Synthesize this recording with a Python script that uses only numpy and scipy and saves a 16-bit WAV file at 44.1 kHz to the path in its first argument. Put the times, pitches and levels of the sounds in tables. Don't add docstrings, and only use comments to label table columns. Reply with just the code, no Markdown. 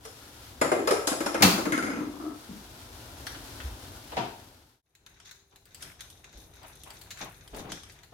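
import sys
import numpy as np
from scipy import signal
from scipy.fft import rfft, irfft, next_fast_len
from scipy.io import wavfile

SR = 44100
rng = np.random.default_rng(int(sys.argv[2]) if len(sys.argv) > 2 else 0)


def digitize_waveform(pressure):
    field = np.atleast_2d(pressure).T
    bounded = np.clip(field, -1, 1)
    quanta = np.round(bounded * 32767).astype(np.int16)
    wavfile.write(sys.argv[1], SR, quanta)


N = 358533
TIME = np.arange(N) / SR

# t/s, body level/dB, boom f/Hz, boom level/dB, contact hardness/dB, treble ring f/Hz
BOUNCES = [(0.05, -46, 450, -72, 6, 5370), (0.613, -20.5, 300, -27, -3.5, 7140),
           (0.716, -20.5, 386, -26, -11.5, 7300), (0.789, -40.5, 332, -33, -2.5, 7140),
           (0.873, -22.5, 506, -28, -2.5, 10300), (0.907, -22, 441, -23.5, -2.5, 5330),
           (0.949, -34.5, 377, -50, -22, 5230), (1.071, -31, 290, -36, 11.5, 7700),
           (1.114, -31.5, 301, -31.5, -11.5, 5230), (1.204, -30, 331, -29, -2.5, 10330),
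           (1.26, -28.5, 293, -36, 0, 5400), (1.343, -26, 319, -32, -7.5, 5440),
           (1.406, -28, 280, -27.5, -8.5, 5100), (1.577, -30.5, 310, -31, -9, 6420),
           (1.653, -30.5, 302, -28, -6.5, 6420)]
# f/Hz, width/Hz, level/dB
BOWL = [(292, 23, -13.5), (494, 110, -8), (687, 98, -7), (740, 48, -6.5), (1060, 540, -12), (1315, 88, -3),
        (1616, 180, -13), (2120, 140, -12), (2420, 85, -12.5), (3650, 3600, -20), (5090, 91, -8.5),
        (5960, 500, -31), (6200, 34, -11.5), (6900, 240, -16.5), (8000, 90, -27.5), (8870, 1400, -28.5),
        (10400, 400, -14.5), (11000, 400, -21.5), (12500, 1300, -27)]
# f/Hz, width/Hz, level/dB
LANDING = [(80, 31, -1), (115, 95, -2.5), (188, 12, 12), (290, 71, 0), (409, 40, -3), (506, 39, -4),
           (700, 200, -10), (1190, 400, -5.5), (2400, 30, -12.5), (2616, 38, -4), (2850, 1800, -9),
           (3020, 78, -6), (3470, 17, -4), (3870, 410, -2), (4580, 58, -5), (5000, 34, -3),
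           (5060, 1400, -13.5), (6570, 320, -6.5), (11700, 6400, -10)]
# level/dB of the boom, body, clack, click and top ranges
SLAM_DB = [-21.5, -22, -20.5, -18.5, -25]
SLAM_EDGES_HZ = [40, 400, 1000, 2800, 7500, 17000]
BLOW_EDGES_HZ = [40, 400, 1000, 2800, 17000]
# level/dB, loss/(dB per dB that the gap shrinks)
TAP_RANGES = [(-31.5, 0.7), (-34.5, 1.2), (-28, 2.5), (-36.5, 3)]
# t/s, length/s, boom f/Hz, boom level/dB, rattle level/dB
ROLLS = [(1.96, .11, 299.7, -38, -50), (2.126, 0.044, 297, -46, -54), (2.184, 0.13, 302.4, -37.5, -47),
         (2.391, 0.024, 303, -58, -62), (2.471, 0.066, 208.2, -44, -66)]
# t/s, level/dB, f/Hz
BUMPS = [(1.423, -27.5, 99.4), (3.639, -29.5, 65), (3.705, -37, 60), (6.343, -46.5, 51), (7.515, -43.5, 48)]

# t/s, level/dB
HANDLING = [(4.84, -25), (5.07, -5), (5.3, -6.5), (5.48, -12), (5.8, -0.5), (6.15, -1), (6.7, 2),
            (7.85, 2.5), (8.13, -3.5)]
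# t/s, length/s, level/dB
BENDS = [(5.245, 0.036, -52), (5.8, .1, -50), (5.985, 0.031, -56), (6.35, 0.095, -59.5),
         (6.655, 0.068, -53), (6.93, 0.051, -54.5), (7.18, 0.053, -43), (7.555, 0.05, -45),
         (7.69, 0.087, -50), (7.88, 0.028, -69)]
# t/s, length/s, scrape level/dB, soft rub level/dB
SLIDES = [(5.517, 0.02, -59, -67), (5.809, 0.079, -65, -59), (6.247, .03, -66, -70), (6.334, .1, -71, -58),
          (6.612, 0.039, -51, -63), (6.85, 0.048, -49, -76), (7.205, 0.026, -38, -43),
          (7.527, 0.085, -48.5, -42.5), (7.642, 0.09, -51.5, -44), (8.121, .03, -52, -42)]
# t/s, level/dB, brightness/dB, length of the tear/s
SNAPS = [(4.951, -60.5, -1, .002), (5.063, -52, -4.5, 0.0023), (5.2, -56, -4.5, 0.0018),
         (5.311, -48.5, -2.5, 0.0023), (5.559, -57, 0, .001), (5.655, -62.5, 7, 0.0015),
         (5.746, -49, 2.5, 0.0011), (5.823, -42.5, 2, 0.005), (6.007, -43.5, 0.5, 0.00029),
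         (6.101, -54, 5, .003), (6.243, -52.5, -7.5, .001), (6.328, -60.5, -3, .002),
         (6.631, -58.5, 1, 0.00086), (6.682, -66, 8, .002), (6.755, -59.5, 7.5, 0.0028),
         (6.835, -52, 6.5, .001), (6.904, -49, 0, .002), (7.013, -50, 2, 0.0063), (7.105, -42, -2.5, 0.012),
         (7.173, -52, -9, 0.0018), (7.217, -51.5, -16, 0.0027), (7.477, -53, 1.5, 0.00065),
         (7.546, -51, -4, .002), (7.719, -38, -2.5, 0.00083), (7.834, -50.5, -2, .001),
         (7.897, -54.5, -7, 0.00055), (7.921, -63, 7, .001), (7.989, -61, -7, .001), (8.033, -55, -5, .001)]
SNAP_BALANCE_DB = [-8.5, -0.5, -5.5]
SNAP_EDGES_HZ = [600, 2800, 7500, 17000]
# f/Hz, width/Hz, level/dB
LEAF = [(1460, 560, -0.5), (2460, 700, -3), (3670, 440, 1), (6260, 770, -1.5), (10200, 3100, -8),
        (14900, 1600, -14)]
# f/Hz, level/(dB per Hz)
SCRAPING = [(400, -12.5), (680, 5.5), (950, 5.5), (1300, 0), (1700, -4.5), (3000, -5.5), (7000, -26)]
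# f/Hz, level/(dB per Hz)
RUBBING = [(100, -6), (150, 6), (220, -1), (350, 1), (560, -3.5), (800, -6), (2000, -42)]

# t/s, level/dB, boom level/dB
KNOCKS = [(4.12, -42.5, -61), (4.168, -29, -38.5)]
# f/Hz, width/Hz, level/dB
CUPBOARD = [(126, 35, -3), (210, 79, -1), (366, 390, -9.5), (537, 190, -8.5), (835, 180, -13),
            (1140, 300, -12), (1770, 1350, -18), (3700, 1300, -51)]
# t/s, level/dB, ring f/Hz, brightness/dB
TICKS = [(3.267, -35, 3260, -2.5), (3.348, -59.5, 2900, -19), (3.601, -48.5, 2640, -11)]
TICK_BALANCE_DB = [-5.5, -0.5, -3.5]
# f/Hz, width/Hz, level/dB
SPOON = [(1570, 610, -3), (2160, 200, -12), (3230, 390, -0.5), (4460, 440, 7), (5700, 290, 5),
         (9450, 4000, -21)]

# t/s, level/dB
NEARNESS = [(0, -7.5), (.5, -4.5), (2.5, -5), (2.85, -2.5), (3.15, -0.5), (3.6, 1.5), (4.05, -2)]
# f/Hz, level/(dB per Hz)
FLAME = [(110, -26.5), (190, -2.5), (290, 4.5), (430, -3.5), (750, -1.5), (1000, -2.5), (1500, -23),
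         (3000, -28)]
# f/Hz, level/(dB per Hz)
SIZZLE = [(700, -26.5), (1050, -3), (1400, 6.5), (1900, 0), (2500, -0.5), (3500, 2.5), (5500, 0),
          (8000, -4.5), (12500, -3.5), (16000, -12.5)]
# f/Hz, level/(dB per Hz)
RUMBLE = [(20, -36), (35, -5.5), (50, 4), (80, 3.5), (115, 2), (160, -9), (260, -45)]
# f/Hz, level/dB
HUM = [(393.0, -76.5)]
# f/Hz, likeness (1 alike, 0 unrelated)
LIKENESS = [(50, 1), (130, 0.97), (280, 0.91), (520, 0.72), (1000, 0.079), (3000, -0.076), (15000, -0.13)]

SLAM_S = 1.422
CLACK_DB, CLICK_DB = -3.5, -6
CLACK_FOLLOWS = 0.32
RING_WIDTH_HZ, RING_DB = 220, -13
FLEX_HZ, FLEX_RISE_HZ = 1279, 654.6
FLEX_SAG_S, FLEX_SWELL_S = .012, .016
FLEX_DB = -6.5
RIM_BOOM_BELOW_HZ = 325
WOBBLE_START_S, FIRST_GAP_S, GAP_SHARE = 1.722, .055, .87
CYCLES_PER_TOUCH = 4
ATTACK_S, RELEASE_S = 0.011, 0.035
CRINKLE_DB, SCRAPE_DB, RUB_DB, HAND_RUMBLE_DB = -61, -67, -64, -60
DOOR_CLACK_DB, DOOR_CLICK_DB = -5.5, -8.5
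FLAME_DB, SIZZLE_DB, STOVE_RUMBLE_DB = -50, -48.5, -50
SIZZLE_FOLLOWS = .75
KITCHEN_T60_S = 0.54
LEFT_LEAD_S = .00036
MIC_SPREAD_S = .0006
BOWL_LEFT_DB, OTHERS_LEFT_DB = 2.5, 3
SILENT_AT_S, FADE_S, HANDS_FADE_IN_S = 4.82, 0.69, 0.038
CUTOFF_HZ = 16300


def bowl():
    bounces = []
    for s, body_db, boom_hz, boom_db, hard_db, ring_hz in BOUNCES:
        clack_db = body_db + CLACK_DB + CLACK_FOLLOWS * hard_db
        click_db = body_db + CLICK_DB + hard_db
        modes = [(boom_hz, 45, 1.5)] + BOWL + [(ring_hz, RING_WIDTH_HZ, RING_DB)]
        bounces.append(blow(s, [boom_db, body_db, clack_db, click_db], modes, BLOW_EDGES_HZ,
                            contact_s=0.007, chatter=3.5, room_db=2.5, near_db=-1.5,
                            lead_s=LEFT_LEAD_S, scatter_db=1.0))
    slam = blow(SLAM_S, SLAM_DB, LANDING, SLAM_EDGES_HZ, contact_s=0.018, chatter=6.4, room_db=0.0,
                near_db=-3.0, lead_s=LEFT_LEAD_S, scatter_db=1.5, size=SR // 14)
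    chirps = [flex(s, body_db) for s, body_db, boom_hz, *_ in BOUNCES if boom_hz < RIM_BOOM_BELOW_HZ]
    return blows(bounces) + blows(chirps) + blows([slam])


def wobble(count=10):
    gaps = FIRST_GAP_S * GAP_SHARE ** np.arange(count)
    starts = WOBBLE_START_S + np.cumsum(gaps) - gaps
    first_db, loss = np.transpose(TAP_RANGES)
    shrink_db = 20 * np.log10(gaps / FIRST_GAP_S)
    taps = list(zip(starts, first_db + loss * shrink_db[:, None]))
    modes = [(287, 45, 2.1)] + BOWL + [(6400, 64, -4)]
    knocks = blows(blow(s, levels_db, modes, BLOW_EDGES_HZ, contact_s=0.018, chatter=0.66, room_db=0.5,
                        near_db=-9.5, lead_s=LEFT_LEAD_S, scatter_db=3.5) for s, levels_db in taps)
    return knocks + blows(flex(s, clack_db + 9.5) for s, (_, _, clack_db, _) in taps)


def roll(s, length_s, boom_hz, boom_db, rattle_db):
    t = TIME[:SR // 2]
    touches = np.diff(np.floor(t * boom_hz / CYCLES_PER_TOUCH), prepend=-1) * stroke(t, length_s)
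    boom_force = kitchen(touches, room_db=-3.0, near_db=1.0, lead_s=LEFT_LEAD_S)
    boom = resonate(boom_force, [(boom_hz, 40, 0)], scatter_db=0)
    rattle_force = kitchen(touches, room_db=1.0, near_db=11.0, lead_s=LEFT_LEAD_S)
    rattle = resonate(rattle_force, BOWL, scatter_db=7.0)
    parts = [(boom_db, band(boom, [150, 430])), (rattle_db, band(rattle, [520, 1350]))]
    size = int((length_s + RELEASE_S) * SR)
    return round(s * SR), sum(from_db(db) * part / part[:, :size].std() for db, part in parts)


def flex(s, db):
    t = TIME[:SR // 8]
    hz = FLEX_HZ + FLEX_RISE_HZ * np.exp(-t / FLEX_SAG_S)
    hz = hz * from_db(.2 * rng.standard_normal())
    swell = (t / FLEX_SWELL_S) ** 2 * np.exp(2 - 2 * t / FLEX_SWELL_S)
    cycles = np.cumsum(hz) / SR + rng.random((2, 1)) / 2
    return round(s * SR), from_db(db + FLEX_DB) * swell * np.sin(2 * np.pi * cycles)


def bumps():
    t = TIME[:SR // 3]
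    swell = (t / 0.021) ** 2 * np.exp(2 - 2 * t / 0.023)
    return blows((round(s * SR), from_db(db) * swell * np.sin(2 * np.pi * hz * t)[None])
                 for s, db, hz in BUMPS)


def leaves():
    busy = from_db(curve_db(HANDLING))
    crinkle = strokes(BENDS, from_db(CRINKLE_DB) * busy)
    scrape = strokes([(s, length_s, db) for s, length_s, db, _ in SLIDES], from_db(SCRAPE_DB) * busy)
    rub = strokes([(s, length_s, db) for s, length_s, _, db in SLIDES], from_db(RUB_DB) * busy)
    bending = from_db(0.95 * drift(30))
    cracks = 0
    for modes in (LEAF[:2], LEAF[2:4], LEAF[4:]):
        clicks = grains(260 * bending * from_db(8.1 * drift(45)), spread_db=6.5)
        cracks = cracks + resonate(kitchen(clicks, room_db=5.0, near_db=1.0, lead_s=0), modes, scatter_db=0)
    slips = grains(1200 * from_db(6.2 * drift(40)), spread_db=4.0)
    slips = kitchen(slips, room_db=0.0, near_db=7.5, lead_s=0)
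    friction = diffuse(N)
    rumble = from_db(HAND_RUMBLE_DB) * busy * colour(friction, RUMBLE)
    rubbing = colour(friction[:, ::-1], RUBBING)
    return crinkle * rms_one(cracks) + scrape * colour(slips, SCRAPING) + rub * rubbing + rumble


def snaps():
    sounds = []
    for s, db, bright_db, tear_s in SNAPS:
        pitch = from_db(rng.uniform(-1.6, 2.4))
        sounds.append(blow(s, db + tilted(SNAP_BALANCE_DB, bright_db), np.array(LEAF) * [pitch, 1, 1],
                           SNAP_EDGES_HZ, contact_s=tear_s, chatter=7.2, room_db=-2.0, near_db=-2.0,
                           lead_s=0, scatter_db=-1.0))
    return blows(sounds)


def utensils():
    knocks = blows(blow(s, [boom_db, db, db + DOOR_CLACK_DB, db + DOOR_CLICK_DB], CUPBOARD, BLOW_EDGES_HZ,
                        contact_s=0.0023, chatter=1.0, room_db=10.5, near_db=-5.5,
                        lead_s=LEFT_LEAD_S, scatter_db=1.0, size=SR // 16)
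                   for s, db, boom_db in KNOCKS)
    ticks = blows(blow(s, db + tilted(TICK_BALANCE_DB, bright_db), [(ring_hz, 90, 3.0)] + SPOON,
                       SNAP_EDGES_HZ, contact_s=.004, chatter=0.75, room_db=5.5, near_db=6.5,
                       lead_s=0, scatter_db=3.0)
                  for s, db, ring_hz, bright_db in TICKS)
    dull = signal.butter(2, 5500, fs=SR, output="sos")
    return signal.sosfilt(dull, knocks) + ticks


def stove():
    near_db = curve_db(NEARNESS)
    bubbles = grains(3000 * from_db(2.5 * drift(23)), spread_db=5.5)
    bubbles = kitchen(bubbles, room_db=6.5, near_db=-2.0, lead_s=0)
    rush = from_db(FLAME_DB) * colour(diffuse(N), FLAME)
    rumble = from_db(STOVE_RUMBLE_DB) * colour(diffuse(N), RUMBLE)
    sizzle = from_db(SIZZLE_DB + SIZZLE_FOLLOWS * near_db) * colour(bubbles, SIZZLE)
    return from_db(near_db) * (rush + rumble) + sizzle


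def hum():
    present = np.interp(TIME, [4.84, 5.3], [0, 1])
    return present * sum(from_db(db) * rms_one(np.sin(2 * np.pi * hz * TIME)) for hz, db in HUM)


def blow(s, levels_db, modes, edges, contact_s, chatter, room_db, near_db, lead_s, scatter_db,
         size=SR // 50):
    t = TIME[:SR * 2 // 5]
    force = chatter * rng.standard_normal(len(t)) * np.exp(-t / contact_s) / np.sqrt(contact_s * SR / 2)
    force[0] += 1
    ringing = resonate(kitchen(force, room_db, near_db, lead_s), modes, scatter_db)
    ringing = tiles(ringing, echo_db=-15.0)
    parts = [band(ringing, pair) for pair in zip(edges, edges[1:])]
    return round(s * SR), sum(from_db(db) * part / part[:, :size].std() for db, part in zip(levels_db, parts))


def resonate(force, modes, scatter_db):
    out = 0
    for k, (hz, width, level_db) in enumerate(modes):
        r = np.exp(-np.pi * width / SR)
        gain = (-1) ** k * from_db(level_db + scatter_db * rng.standard_normal()) * (1 - r * r) / 2
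        poles = [1, -2 * r * np.cos(2 * np.pi * hz / SR), r * r]
        out = out + signal.lfilter([gain, 0, -gain], poles, force + 1e-18)
    return out


def kitchen(force, room_db, near_db, lead_s):
    energy = 0
    for t60, level_db in [(.05, near_db), (KITCHEN_T60_S, room_db)]:
        r = from_db(-120 / (t60 * SR))
        energy = energy + signal.lfilter([0, 1 - r], [1, -r], (from_db(level_db) * force) ** 2 + 1e-18)
    late = np.pad(force, (int(abs(lead_s) * SR), 0))[:len(force)]
    return np.array([force, late]) + np.sqrt(energy) * diffuse(len(force))


def tiles(x, echo_db, count=6):
    out = x.copy()
    delays = rng.uniform(.001, .009, count) + MIC_SPREAD_S * rng.uniform(-1, 1, (2, count))
    for channel, lags in enumerate(np.maximum(delays * SR, 1).astype(int)):
        for k, lag in enumerate(lags):
            out[channel, lag:] += (-1) ** k * from_db(echo_db) * x[channel, :-lag]
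    return out


def diffuse(size):
    padded = next_fast_len(size)
    mid, side = rfft(rng.standard_normal((2, padded)))
    alike = np.clip(per_bin(LIKENESS, padded), -.99, .99)
    stereo = np.sqrt(1 + alike) * mid + np.sqrt(1 - alike) * side * [[1], [-1]]
    return irfft(stereo, padded)[:, :size]


def grains(per_s, spread_db):
    sizes = from_db(spread_db * np.minimum(rng.exponential(1, N), 4)) * rng.choice([-1, 1], N)
    return sizes * (rng.random(N) < per_s / SR)


def drift(per_s):
    return np.interp(TIME * per_s, np.arange(4096), rng.standard_normal(4096))


def stroke(t, length_s):
    return np.clip(t / ATTACK_S, 0, 1) * np.exp(-np.maximum(t - length_s, 0) / RELEASE_S)


def strokes(rows, between):
    t = TIME[:SR // 2]
    power = blows((round(s * SR), (from_db(db) * stroke(t, length_s))[None] ** 2) for s, length_s, db in rows)
    return np.sqrt(between ** 2 + power[0])


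def blows(sounds):
    out = np.zeros((2, N))
    for at, sound in sounds:
        out[:, at:at + sound.shape[1]] += sound[:, :N - at]
    return out


def colour(x, spectrum):
    size = next_fast_len(N)
    shaped = rfft(x, size) * from_db(per_bin(spectrum, size))
    return rms_one(irfft(shaped, size)[..., :N])


def per_bin(points, size):
    hz, value = np.transpose(points)
    return np.interp(np.log(np.fft.rfftfreq(size, 1 / SR) + 1), np.log(hz), value)


def band(x, edges):
    return signal.sosfilt(signal.butter(3, edges, "band", fs=SR, output="sos"), x)


def tilted(balance_db, brightness_db):
    return np.array(balance_db) + brightness_db * np.array([-1, 0, 1])


def curve_db(points):
    return np.interp(TIME, *np.transpose(points))


def from_db(db):
    return 10 ** (np.asarray(db) / 20)


def rms_one(x):
    return x / np.sqrt(np.mean(x ** 2) + 1e-20)


def placed(x, left_db):
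    bass = signal.sosfiltfilt(signal.butter(2, 90, fs=SR, output="sos"), x)
    return bass + (x - bass) * from_db(left_db / 2 * np.array([[1], [-1]]))


def scene():
    clatter = placed(bowl() + wobble() + blows(roll(*row) for row in ROLLS), BOWL_LEFT_DB)
    fade_out = np.clip((SILENT_AT_S - TIME) / FADE_S, 0, 1)
    cooking = fade_out * (utensils() + stove())
    fade_in = np.clip((TIME - SILENT_AT_S) / HANDS_FADE_IN_S, 0, 1)
    unwrapping = fade_in * (leaves() + snaps() + hum())
    return clatter + placed(cooking + unwrapping, OTHERS_LEFT_DB) + bumps()


def record(dry):
    rounded = 1.1 * np.tanh(dry / 1.1)
    return signal.sosfilt(signal.ellip(10, .1, 90, CUTOFF_HZ, fs=SR, output="sos"), rounded)


dry = scene()
out = record(dry)
digitize_waveform(out)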